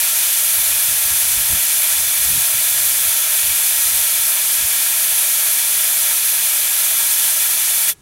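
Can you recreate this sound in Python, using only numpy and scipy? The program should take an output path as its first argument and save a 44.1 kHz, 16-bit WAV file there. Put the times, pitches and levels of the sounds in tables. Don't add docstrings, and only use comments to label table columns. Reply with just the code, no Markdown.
import sys
import numpy as np
from scipy import signal
from scipy.fft import rfft, irfft
from scipy.io import wavfile

SR = 44100
rng = np.random.default_rng(int(sys.argv[2]) if len(sys.argv) > 2 else 0)


def store_pcm(level_fs):
    pcm = np.round(np.clip(level_fs, -1, 1) * 32767).astype(np.int16)
    wavfile.write(sys.argv[1], SR, np.atleast_2d(pcm).T)


N = 353461
TIME_S = np.arange(N) / SR
FREQ_HZ = np.fft.rfftfreq(N, 1 / SR)


def hiss(gain_db=0.68):
    # (time [s], relative level [dB])
    flow = [(0.0, -14.5), (0.04, -15.5), (7.4, -15.5), (7.64, -16), (7.84, -15)]
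    # (time [s], relative level [dB])
    shut = [(7.872, -16.5), (7.896, -12), (7.915, -20.5), (7.93, -29), (7.942, -50), (7.96, -75)]
    # (frequency [Hz], relative level [dB])
    spectrum = [(250, -39), (480, -32.0), (540, -25.5), (600, -14.9), (800, -18.9), (1200, -17.7),
                (1600, -13.1), (2500, -11.9), (3500, -9.8), (4900, -11.4), (8000, -9.6), (10800, 0.0),
                (12900, -4.5), (15600, -8.8)]
    # (frequency [Hz], width [Hz], lift [dB])
    resonances = [(660, 60, 2.5), (915, 70, 7.6), (1345, 120, 5.4), (1680, 110, 5.3), (1870, 160, 2.9),
                  (2295, 130, 6.3), (2470, 240, 5.3), (2975, 180, 2.7), (3260, 140, 3.7), (3490, 170, 6.7),
                  (4115, 190, 2.8), (4460, 130, 3.3), (5135, 150, 3.1), (6005, 640, 5.4), (6660, 240, 6.3),
                  (7015, 150, 4.0), (7320, 200, 4.9), (7530, 220, 5.4), (7925, 150, 3.4), (8400, 470, 4.9),
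                  (8940, 140, 4.6), (9345, 240, 5.1), (10765, 200, 1.0), (11130, 230, 1.3),
                  (12300, 310, 3.0), (12880, 440, 3.1), (13925, 250, 2.9), (14725, 220, 2.7)]
    # (delay [s], gain [dB])
    echoes = [(.005228, -25), (.007792, -26)]
    body_db = slope(spectrum)
    for hz, width_hz, lift_db in resonances:
        body_db += lift_db * np.exp(-(2 * (FREQ_HZ - hz) / width_hz) ** 2)
    comb = 1 + sum(undb(db) * np.exp(-2j * np.pi * FREQ_HZ * delay_s) for delay_s, db in echoes)
    jet = colour(turbulence(), body_db + 20 * np.log10(np.abs(comb)))
    flow_db = np.interp(TIME_S, *np.vstack([flow, shut]).T)
    return jet * undb(gain_db + flow_db)


def turbulence(flutter_db=0.31, flutter_hz=20, sway_db=0.41, sway_hz=5, crackle_db=0.2, crackle_hz=900):
    source = rfft(noise())
    centres_hz = [1000, 3000, 7000, 12000]
    eddies = 0
    for one_band in np.eye(len(centres_hz)):
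        share = np.interp(np.log(FREQ_HZ + 1), np.log(centres_hz), one_band)
        eddies += irfft(source * share, N) * undb(sway_db * walk(sway_hz))
    return eddies * undb(flutter_db * walk(flutter_hz) + crackle_db * walk(crackle_hz))


def rim(jet, mode_hz=1670, t60_s=0.6, level_db=-59):
    pole = np.exp((2j * np.pi * mode_hz - np.log(1000) / t60_s) / SR)
    ring = signal.lfilter([1], [1, -pole], jet).imag
    return ring / ring.std() * undb(level_db)


def breeze(gain_db=-1.5, churn_db=2, churn_hz=18):
    # (frequency [Hz], relative level [dB])
    spectrum = [(20, -20), (50, 0), (95, 1.5), (170, -12.5), (300, -25.5), (600, -35), (1500, -65)]
    return colour(noise(), slope(spectrum)) * gusts() * undb(gain_db + churn_db * walk(churn_hz))


def buffets(level_db=-35, reference_gust_db=-33, exponent=1.8):
    # (frequency [Hz], relative level [dB])
    spectrum = [(20, -22), (60, -8), (110, 2), (250, -8), (400, -16.5), (700, -46), (1500, -60)]
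    push = (gusts() / undb(reference_gust_db)) ** exponent
    return undb(level_db) * push * colour(noise(), slope(spectrum))


def gusts(fall_s=0.053):
    # (crest time [s], rise [s], relative level [dB])
    crests = [(.59, .04, -43.5), (.72, .04, -43), (.92, .06, -39), (1.11, 0.068, -39), (1.39, 0.14, -39),
              (1.53, 0.039, -32.5), (1.82, 0.043, -46), (2.03, 0.1, -40.5), (2.37, 0.15, -35),
              (2.56, .05, -46), (2.85, 0.15, -42.5), (3.07, 0.12, -45), (3.475, 0.046, -41),
              (3.98, 0.14, -41.5), (4.19, .06, -48), (4.63, .08, -44), (5.13, .04, -49)]
    pressure = 0
    for crest_s, rise_s, db in crests:
        width_s = np.where(TIME_S < crest_s, rise_s, fall_s)
        pressure += undb(db) * np.exp(-((TIME_S - crest_s) / width_s) ** 2)
    return pressure


def outdoors(level_db=-50):
    # (frequency [Hz], relative level [dB])
    spectrum = [(20, -6.5), (55, 3), (110, -2.5), (190, -1), (300, -7), (420, -2.5), (520, -19),
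                (1200, -15), (1700, -20), (2200, -17), (4500, -21), (10000, -17), (15000, -31)]
    return colour(noise(), slope(spectrum)) * undb(level_db)


def undb(db):
    return 10 ** (np.asarray(db) / 20)


def slope(points):
    hz, db = np.transpose(points)
    return np.interp(np.log(FREQ_HZ + 1), np.log(hz), db)


def colour(x, response_db):
    filtered = irfft(rfft(x) * undb(response_db), N)
    return filtered / filtered.std()


def noise():
    return rng.standard_normal(N)


def walk(rate_hz):
    return colour(noise(), -10 * np.log10(1 + (FREQ_HZ / rate_hz) ** 4))


def scene():
    jet = hiss()
    return np.tile(jet + rim(jet) + breeze() + buffets() + outdoors(), (2, 1))


def record(dry):
    cutoff_hz = 15750
    return signal.sosfilt(signal.ellip(12, 0.1, 90, cutoff_hz, fs=SR, output="sos"), dry)


dry = scene()
out = record(dry)
store_pcm(out)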